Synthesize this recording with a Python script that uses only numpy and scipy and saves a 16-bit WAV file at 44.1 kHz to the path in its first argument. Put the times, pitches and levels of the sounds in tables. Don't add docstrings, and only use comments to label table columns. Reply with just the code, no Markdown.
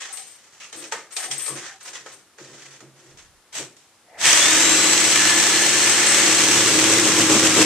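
import sys
import numpy as np
from scipy import signal
from scipy.fft import rfft, irfft, next_fast_len
from scipy.io import wavfile

SR = 44100
rng = np.random.default_rng(int(sys.argv[2]) if len(sys.argv) > 2 else 0)


def materialize(psi):
    bounded = np.clip(np.atleast_2d(psi).T, -1, 1)
    quanta = np.round(bounded * 32767).astype(np.int16)
    wavfile.write(sys.argv[1], SR, quanta)


N = 337704
TIME, BINS = np.arange(N) / SR, np.fft.rfftfreq(next_fast_len(N, real=True), 1 / SR)
START_S, RUSH_ON_S = 4.08, 4.168
GEAR_RATIO = 18.4

# (frequency [Hz], coherence [0 to 1])
COHERENCE = [(60, .98), (130, .99), (280, .998), (620, .95), (1340, .88), (2920, .48), (6350, 0),
             (13800, .2)]
# (frequency [Hz], half-width [Hz], level [dB])
TOOL_MODES = [(1900, 210, 9.5), (2560, 45, 4.9), (3100, 130, 3.5), (3400, 52, 6.2), (6000, 120, 3)]
HOUSING_MODES = [(1739, 26, 3), (1790, 16, 1), (1955, 35, 0), (2055, 26, -2)]
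PANEL_MODES = [(116, 7.1, -15), (132.6, 3.2, -8), (186, 3.9, -27), (220, 20, -6.5), (299, 54, -8.5),
               (368, 22, -9), (415, 52, 0), (520, 51, -2.5)]
# (frequency [Hz], level [dB])
COVER_MODES = [(453, -3.5), (550, -11), (902, -7), (1270, -1), (1670, -14), (1818, -6)]
BIT_MODES = [(7700, -7), (8180, 1.5), (8320, 0), (8470, -6), (8620, -0.5), (8880, -3.5), (9480, -10),
             (10020, -16), (10300, -15), (10740, -16), (10910, -18)]
# (time [s], commutator level [dB], fan level [dB], housing level [dB])
WHINE_LEVELS = [(4.19, -59, -58, -44), (4.25, -40, -38, -35), (4.44, -33, -31, -30), (4.58, -32, -30, -32),
                (4.8, -33, -23.5, -32.5), (5.04, -33.5, -26.5, -32.5), (5.2, -34, -29, -31.5),
                (5.68, -32.5, -43, -31), (5.78, -34, -27.5, -30), (6.12, -37, -23, -31),
                (6.3, -35.5, -39, -38.5), (6.9, -41, -35, -35.5), (7.66, -40, -32, -44)]
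# (start [s], duration [s], level [dB])
BITES = [(6.135, 0.16, -16), (6.26, 0.065, -13.5), (6.38, 0.087, -15), (6.555, 0.074, -9), (6.66, 0.12, -9),
         (6.81, 0.066, -7.5), (6.89, 0.084, -5.5), (7.045, 0.063, -6), (7.175, 0.049, -3.5),
         (7.29, 0.08, -0.5), (7.425, 0.054, -1.5), (7.56, 0.065, 1)]


def amp(db):
    return 10 ** (np.asarray(db) / 20)


def unit(x):
    return x / np.sqrt(np.mean(x ** 2) + 1e-20)


def read(points, hz):
    f, value = np.transpose(points)
    return np.interp(np.log(hz + 1), np.log(f + 1), value)


def level(rows, column=1):
    rows = np.array(rows)
    outside_s = np.maximum(rows[0, 0] - TIME, 0) + np.maximum(TIME - rows[-1, 0], 0)
    return amp(np.interp(TIME, rows[:, 0], rows[:, column]) - 280 * outside_s)


def resonance(modes, hz):
    return np.sqrt(sum((amp(db) / (1 + ((hz - f) / width) ** 2)) ** 2 for f, width, db in modes))


def drift(hz):
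    rates = np.fft.rfftfreq(4096, TIME[-1] / 4096)
    slow = irfft(rfft(rng.standard_normal(4096)) / (1 + (rates / hz) ** 4))
    return unit(np.interp(TIME, np.linspace(0, TIME[-1], len(slow)), slow))


def stereo(hz):
    # (frequency [Hz], left minus right [dB])
    balance = [(60, -12.5), (250, 1), (2000, 0.5), (3200, 1.5), (3900, 0), (4600, -3), (5400, -3.5),
               (6100, -10), (6900, 1.5), (7900, 15), (9200, 11), (12000, 16), (14000, 36)]
    left = amp(read(balance, hz) / 2)
    coherence = np.clip(read(COHERENCE, hz), 0, 1)
    return np.array([left, 1 / left]) * 2 / np.sqrt(left ** 2 + left ** -2 + 2 * coherence)


def diffuse(gain):
    left, other = rfft(rng.standard_normal((2, 2 * len(BINS) - 2)))
    coherence = np.clip(read(COHERENCE, BINS), 0, 1)
    right = coherence * left + np.sqrt(1 - coherence ** 2) * other
    return irfft(np.array([left, right]) * stereo(BINS) * unit(gain))[:, :N]


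def noise(spectrum):
    return diffuse(amp(read(spectrum, BINS)))


def ringing(modes):
    return diffuse(resonance(modes, BINS))


def reflect(x, strength=0.15, sway_s=.0002, count=6):
    out = x.copy()
    for s in np.geomspace(.004, .03, count):
        delay_s = s * rng.uniform(.85, 1.15) + sway_s * drift(.6)
        earlier = (np.arange(N) - np.round(delay_s * SR).astype(int)) % N
        out += strength * rng.choice([-1, 1]) * x[:, earlier]
    return out / np.sqrt(1 + count * strength ** 2)


def hollow(spectrum, ring_db=4, width_hz=22):
    modes = [(hz, width_hz, db) for hz, db in COVER_MODES]
    lift = 1 + amp(ring_db) * resonance(modes, BINS)
    return reflect(diffuse(amp(read(spectrum, BINS)) * lift), strength=0.29)


def bursts(rows, rise_s, t60, tail_db=-5, tail_t60=0.27):
    start, length, db = np.transpose(rows)
    t = TIME[::32, None]
    after = np.maximum(t - start - length, 0)
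    release_db = np.maximum(-60 * after / t60, tail_db - 60 * after / tail_t60)
    gain = np.clip((t - start) / rise_s, 0, 1) * amp(db + release_db)
    return np.interp(TIME, t[:, 0], np.sqrt((gain ** 2).sum(1)))


def coupled_bursts(rows, rise_s, t60):
    driven = [(start, length, db + ring_db) for start, length, db, ring_db in rows]
    return bursts(np.array(rows)[:, :3], rise_s, t60), bursts(driven, rise_s, t60)


def grains(per_s, spread_db, decay_s, bed):
    catches = rng.random(N) < per_s / SR
    power = catches * amp(spread_db * np.minimum(rng.exponential(1, N), 3)) ** 2
    power = signal.lfilter([1], [1, -np.exp(-1 / (decay_s * SR))], power)
    return unit(np.sqrt(power / power.mean() + bed))


def high_pass(x, lowest_hz):
    return signal.sosfilt(signal.butter(3, lowest_hz, "high", fs=SR, output="sos"), x)


def room_tone(level_db=-58.5):
    return amp(level_db) * noise([(18, -35), (30, -16), (96, 2), (224, 1), (314, 3.5), (1470, 1.5),
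                                  (2670, -3), (9690, -6.5), (12500, -17), (14300, -15)])


def scrapes():
    # (start [s], duration [s], level [dB], relative level of the tool's ring [dB])
    strokes = [(0.0, 0.035, -35.5, -3), (0.077, 0.1, -44, -21), (0.26, 0.082, -53, -20),
               (0.372, 0.17, -57.5, -12.5), (0.525, 0.039, -54, -15), (0.598, 0.053, -42.5, -25),
               (0.721, 0.14, -43, -16), (0.911, 0.02, -38, -21), (1.105, 0.036, -44, -25),
               (1.159, 0.095, -36, -7), (1.302, 0.016, -33.5, -8), (1.383, 0.15, -41, -7),
               (1.555, .13, -40, -7.5), (1.799, 0.07, -47.5, -21), (1.851, 0.039, -40.5, -24),
               (1.928, 0.043, -38, -5), (2.056, 0.085, -48, -24), (2.377, 0.25, -49, -15),
               (2.574, 0.096, -48, -8), (2.701, 0.045, -46.5, -10), (2.954, 0.17, -58, -9),
               (3.178, 0.028, -51, -8)]
    # (frequency [Hz], level [dB])
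    friction = [(100, -57), (350, -5.5), (800, -3), (1300, 1), (1900, 1.5), (3000, -1), (4800, -2.5),
                (6300, 2), (8000, -2), (9800, -14.5), (14400, -35)]
    rub, ring = coupled_bursts(strokes, rise_s=.009, t60=0.34)
    sliding = rub * hollow(friction, ring_db=-8.5) + ring * ringing(TOOL_MODES)
    grit = grains(per_s=200, spread_db=4.5, decay_s=0.008, bed=1.0)
    return high_pass(grit * sliding, lowest_hz=170)


def knocks(rise_s=0.00078, crack_s=0.0036, cover_t60=0.14, ping_t60=0.1, ping_count=14):
    # (time [s], level [dB], relative level of the dull body [dB], tail T60 [s])
    impacts = [(0.0184, -29, -34, 0.47), (0.1714, -27, -15, 0.73), (0.604, -44, -20, 0.28),
               (0.727, -28.5, -7.5, 0.38), (0.84, -30, -8, 0.18), (0.9215, -19.5, 2.5, 0.37),
               (0.98, -44, 8, 0.14), (1.1654, -15.5, -14.5, 0.3), (1.2397, -24.5, -6.5, 0.19),
               (1.312, -16, -26, 0.37), (1.394, -25.5, -14, 0.16), (1.462, -23.5, -10, 0.4),
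               (1.479, -25.5, -2, 0.25), (2.061, -34.5, 4, 0.36), (2.384, -43, 8, 0.29),
               (2.8045, -38.5, -1, 0.37), (3.1723, -39, -7, 0.25), (3.766, -41.5, -39, 0.87)]
    # (frequency [Hz], level [dB])
    clack_spectrum = [(600, -75), (2000, -1.5), (2900, -0.5), (4800, -3.5), (6300, 1), (8300, -2.5),
                      (9800, -12), (14400, -30)]
    body_spectrum = [(100, -44), (280, -26), (430, 8), (650, 5), (1300, 5.5), (2000, 6.5), (3000, -6),
                     (7000, -40)]
    clack_power, body_power, cover = np.zeros((3, N))
    pings = np.zeros((2, N))
    t = np.arange(SR // 2) / SR
    for s, db, dull_db, t60 in impacts:
        span = slice(round(s * SR), round(s * SR) + len(t))
        blow = amp(db) * (1 - np.exp(-t / rise_s))
        envelope = blow * (1 + 1.7 * np.exp(-t / crack_s)) * amp(-60 * t / t60)
        clack_power[span] += envelope ** 2
        body_power[span] += (envelope * amp(dull_db)) ** 2
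        modes = sum(amp(mode_db) * rng.choice([-1, 1]) * np.cos(2 * np.pi * hz * t)
                    for hz, mode_db in COVER_MODES)
        cover[span] += blow * amp(dull_db - 60 * t / cover_t60) * modes
        spot_hz = rng.uniform(1800, 8600, ping_count)
        heights = stereo(spot_hz) * rng.standard_normal((2, ping_count)) / np.sqrt(ping_count)
        spot_modes = heights @ np.sin(2 * np.pi * spot_hz[:, None] * t)
        pings[:, span] += blow * amp(-9 - 60 * t / ping_t60) * spot_modes
    bright = amp(-15) * np.sqrt(clack_power) * reflect(noise(clack_spectrum)) + pings
    dull = amp(-13) * np.sqrt(body_power) * hollow(body_spectrum) + amp(-11) * cover
    return high_pass(bright + dull, lowest_hz=260)


def chatter():
    # (start [s], duration [s], frequency [Hz], half-width [Hz], level [dB])
    slips = [(0.096, 0.13, 770, 35, -54.5), (0.6, 0.045, 2650, 400, -45.5), (1.163, 0.18, 747, 54.3, -46),
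             (1.48, 0.043, 1115, 55, -41.5), (1.622, 0.081, 1660, 300, -44), (1.687, 0.054, 786, 45, -54),
             (5.952, 0.3, 2050, 300, -27.5)]
    return sum(bursts([(s, length, db)], rise_s=.008, t60=.22) * ringing([(hz, width, 0)])
               for s, length, hz, width, db in slips)


def squeaks(width_hz=26):
    # (start [s], duration [s], level [dB])
    slips = [(0.124, 0.038, -32.5), (0.265, 0.052, -43), (0.76, 0.046, -38), (1.12, 0.049, -35.5),
             (1.165, 0.072, -31), (1.305, 0.018, -36), (1.378, 0.11, -29.5), (1.825, 0.047, -42.5),
             (2.12, 0.018, -47.5), (3.54, 0.022, -47)]
    fizz = noise([(4000, -37), (9000, -5), (12000, -6), (14400, -11)])
    steel = ringing([(hz, width_hz, db) for hz, db in BIT_MODES])
    grit = grains(per_s=90, spread_db=3, decay_s=0.01, bed=1.5)
    return bursts(slips, rise_s=0.004, t60=0.35) * grit * (amp(-5) * steel + amp(-15) * fizz)


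def clinks(t60=0.35, vary_db=3):
    # (time [s], level [dB])
    taps = [(0.129, -37), (0.166, -37), (1.166, -31), (1.24, -36), (1.312, -32), (1.394, -34),
            (1.462, -25.5)]
    hz, db = np.transpose(BIT_MODES)
    t, out = np.arange(SR // 2) / SR, np.zeros((2, N))
    for s, tap_db in taps:
        heights = amp(db + vary_db * rng.standard_normal(len(hz)))
        phases = 2 * np.pi * rng.random((2, len(hz), 1))
        gains = stereo(hz) * heights / np.linalg.norm(heights)
        modes = gains[..., None] * np.sin(2 * np.pi * hz[:, None] * t + phases)
        out[:, round(s * SR):][:, :len(t)] += modes.sum(1) * amp(tap_db - 60 * t / t60)
    return out


def wall_bumps():
    # (start [s], duration [s], wall level [dB], relative level of the studs [dB])
    pushes = [(0.726, 0.13, -48, -31), (0.93, 0.037, -47.5, -20), (1.224, 0.079, -50, -28),
              (1.29, 0.083, -50.5, -1), (1.484, 0.09, -41.5, -9.5), (1.845, 0.31, -59, -10),
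              (2.39, 0.045, -49.5, -1), (2.47, 0.088, -49.5, -5), (2.604, 0.17, -60, -5),
              (2.8, 0.037, -49.5, 1), (2.892, 0.28, -59.5, -2), (3.576, 0.033, -38.5, -6.5)]
    # (frequency [Hz], half-width [Hz], level [dB])
    wall_modes = [(344, 43, 6.5), (453, 260, -3)]
    stud_modes = [(136.6, 6, 8), (202, 30, -9.5)]
    wall, boom = coupled_bursts(pushes, rise_s=0.027, t60=0.37)
    return high_pass(wall * ringing(wall_modes) + boom * ringing(stud_modes), lowest_hz=101)


def hand_shift():
    # (start [s], duration [s], level [dB])
    grip = [(3.08, 0.25, -61.5)]
    rumble = noise([(15, -12), (40, 2), (90, -3), (200, -12), (600, -47)])
    return bursts(grip, rise_s=.015, t60=0.48) * rumble


def rush(turns, sag, surge, swell_s=0.1, inrush_s=0.25, hiss_lag_s=0.0013):
    # (start [s], duration [s], level [dB])
    touch = [(3.521, 0.076, -31.5)]
    # (frequency [Hz], level [dB])
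    air_spectrum = [(50, -45), (110, -11.5), (255, -17), (400, -9.5), (900, -6.5), (1550, -4), (2200, -2),
                    (3200, -2.5), (4300, -7.5), (5500, -12), (8000, -23), (14000, -50.5)]
    brush_spectrum = [(2000, -62), (4300, -8.5), (5400, -2), (6300, 2), (7000, -1.5), (8000, 2), (8700, -4),
                      (9600, -13), (11000, -17), (13000, -20.5), (14400, -29)]
    t = TIME - RUSH_ON_S
    effort = amp(5.5 * np.exp(-np.maximum(t, 0) / inrush_s) - 0.09 * sag + 4 * surge)
    fan, brushes = (effort * np.clip((t - lag) / swell_s, 0, 1) ** 2 for lag in (0, hiss_lag_s))
    blip = bursts(touch, rise_s=0.047, t60=0.28)
    air = reflect(noise(air_spectrum)) * (amp(-21) * fan + amp(-2.5) * blip)
    hiss = reflect(noise(brush_spectrum)) * (amp(-20.5) * brushes + amp(-3) * blip)
    pulse = unit(1 + 0.066 * np.cos(2 * np.pi * turns))
    rattle = grains(per_s=360, spread_db=6.5, decay_s=0.0023, bed=4.3)
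    whistle = amp(-2) * level(WHINE_LEVELS, column=3) * ringing(HOUSING_MODES)
    return high_pass((air + hiss) * pulse * rattle, lowest_hz=70) + whistle


def switch_on():
    # (start [s], duration [s], level [dB])
    breakaway = [(4.055, 0.18, -40.5)]
    spin_up_swells = [(4.23, .13, -27.5), (4.41, .06, -25.5)]
    # (frequency [Hz], half-width [Hz], level [dB])
    gearbox_modes = [(706, 140, 3.5), (2020, 280, -5)]
    swept_modes = [(1776, 23, 8), (1910, 39, 5), (3420, 74, -2)]
    groan = bursts(breakaway, rise_s=0.22, t60=.25) * ringing(gearbox_modes)
    return groan + bursts(spin_up_swells, rise_s=0.0058, t60=0.33) * ringing(swept_modes)


def motor_speed(sag, free_hz=351.9, spin_up_s=.2, creep_hz=92, creep_s=.305):
    running = np.maximum(TIME - START_S, 0)
    unloaded = free_hz - creep_hz * np.exp((spin_up_s - running) / creep_s)
    unsteady = .0004 + 0.01194 * np.exp(-running / creep_s)
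    return np.minimum(running / spin_up_s, 1) * (unloaded - sag) * (1 + unsteady * drift(25))


def gears(speed, turns, pivot_hz=230):
    # (time [s], level [dB], tilt [dB/octave], panel drone level [dB])
    hum = [(4.15, -58, 9, -68), (4.25, -57, 1, -50), (4.45, -40, 4, -39), (4.62, -32.5, 2, -29),
           (4.95, -32.5, 4, -36.5), (5.2, -34.5, -0.5, -33.5), (6.05, -34, 3.5, -34),
           (6.5, -30, -0.5, -30.5), (7.66, -29, 0, -28)]
    # (order [multiple of the spindle rate], level [dB])
    harmonics = [(6, -0.5), (7, -8), (8, -15), (9, -26), (10, 0), (11, -5), (12, -2.5), (14, -10),
                 (15, -1.5), (16, -0.5), (17, 0), (18, -1), (19, 1), (22, -2.5), (25, -5.5), (28, -6),
                 (30, -3.5)]
    # (frequency [Hz], half-width [Hz], level [dB])
    drone_modes = [(316, 8, 0), (351, 7, -4)]
    tilt_db = np.interp(TIME, *np.transpose(hum)[[0, 2]])
    buzz = np.zeros(N)
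    for k, db in harmonics:
        order = k / GEAR_RATIO
        hz = np.maximum(order * speed, 50)
        gain = amp(db + tilt_db * np.log2(hz / pivot_hz)) * (1 + amp(-4) * resonance(PANEL_MODES, hz))
        phase = 2 * np.pi * (order * turns + rng.random()) + .3 * drift(3)
        waver = 1 + 0.15 * hz / 400 * drift(4.1)
        buzz += gain * waver * np.cos(phase)
    rub = noise([(120, -27), (270, -24), (450, 1), (750, -14), (1080, 1), (1600, 1), (3000, -33)])
    drone = ringing(drone_modes) + amp(-4) * rub
    return level(hum) * buzz / np.std(buzz[TIME > START_S]) + level(hum, column=3) * drone


def rotor_tone(speed, turns, order, blur=0.33):
    left, other = (drift(9) + 1j * drift(9) for _ in range(2))
    coherence = read(COHERENCE, order * speed)
    right = coherence * left + np.sqrt(1 - coherence ** 2) * other
    paths = .82 + .35 * np.array([left, right])
    fuzz = blur * (drift(59.6) + 1j * drift(60))
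    fade = unit(amp(.8 * drift(11)))
    return stereo(order * speed) * fade * ((paths + fuzz) * np.exp(2j * np.pi * order * turns)).real


def whine(speed, turns, bars=12, blades=23, settle_s=0.26):
    # (order [multiple of the turn rate], level relative to the commutator [dB])
    harmonics = [(1, -13), (2, -13), (19, -8)]
    uneven = 1.1 * np.exp(-np.maximum(TIME - RUSH_ON_S, 0) / settle_s)
    tool_lift = 1 + amp(-5) * resonance(TOOL_MODES, bars * speed)
    commutator = rotor_tone(speed, turns, bars, blur=0.57 + uneven) * tool_lift
    rotor = commutator + sum(amp(db) * rotor_tone(speed, turns, k) for k, db in harmonics)
    housing = sum(resonance(HOUSING_MODES, k * speed) * rotor_tone(speed, turns, k) for k in (5, 6))
    fan = rotor_tone(speed, turns, blades, blur=.22 + uneven)
    return (level(WHINE_LEVELS) * rotor + level(WHINE_LEVELS, column=2) * fan
            + amp(1) * level(WHINE_LEVELS, column=3) * housing)


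def grind(turns, sag, surge, howl_hz=320):
    rumble = noise([(30, -33), (60, -11), (110, 5), (260, 8),
                    (420, -4), (600, 2), (1100, 1.5), (3000, -30)])
    load = surge + 0.0058 * sag * (TIME > BITES[0][0])
    catch = unit(1 + 0.042 * np.cos(2 * np.pi * 2 * turns / GEAR_RATIO))
    howl = np.cos(2 * np.pi * howl_hz * TIME + 1.1 * drift(9))
    return load * catch * (amp(-26) * ringing(PANEL_MODES) + amp(-20) * howl + amp(-27.5) * rumble)


def scene():
    # (time [s], turn rate lost [Hz])
    slowing = [(4.31, 0), (4.42, 7.5), (4.6, .4), (5.4, 1.7), (5.78, 0), (6.15, .6), (6.55, 5.5), (6.9, 18),
               (7.2, 23), (7.34, 31.5), (7.5, 24.6), (7.63, 26)]
    sag = np.interp(TIME, *np.transpose(slowing))
    surge = bursts(BITES, rise_s=0.0075, t60=0.12)
    speed = motor_speed(sag)
    turns = np.cumsum(speed) / SR
    motor = switch_on() + rush(turns, sag, surge) + whine(speed, turns)
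    drive = gears(speed, turns) + grind(turns, sag, surge)
    handling = knocks() + clinks() + scrapes() + squeaks() + wall_bumps() + hand_shift() + chatter()
    return handling + motor + drive + room_tone()


def record(dry, ceiling=.95, edge_hz=14200):
    rounded = dry / (1 + (dry / ceiling) ** 8) ** (1 / 8)
    low_pass = signal.firwin(511, edge_hz, window=("kaiser", 9), fs=SR)
    return signal.oaconvolve(rounded, low_pass[None], "same")


dry = scene()
out = record(dry)
materialize(out)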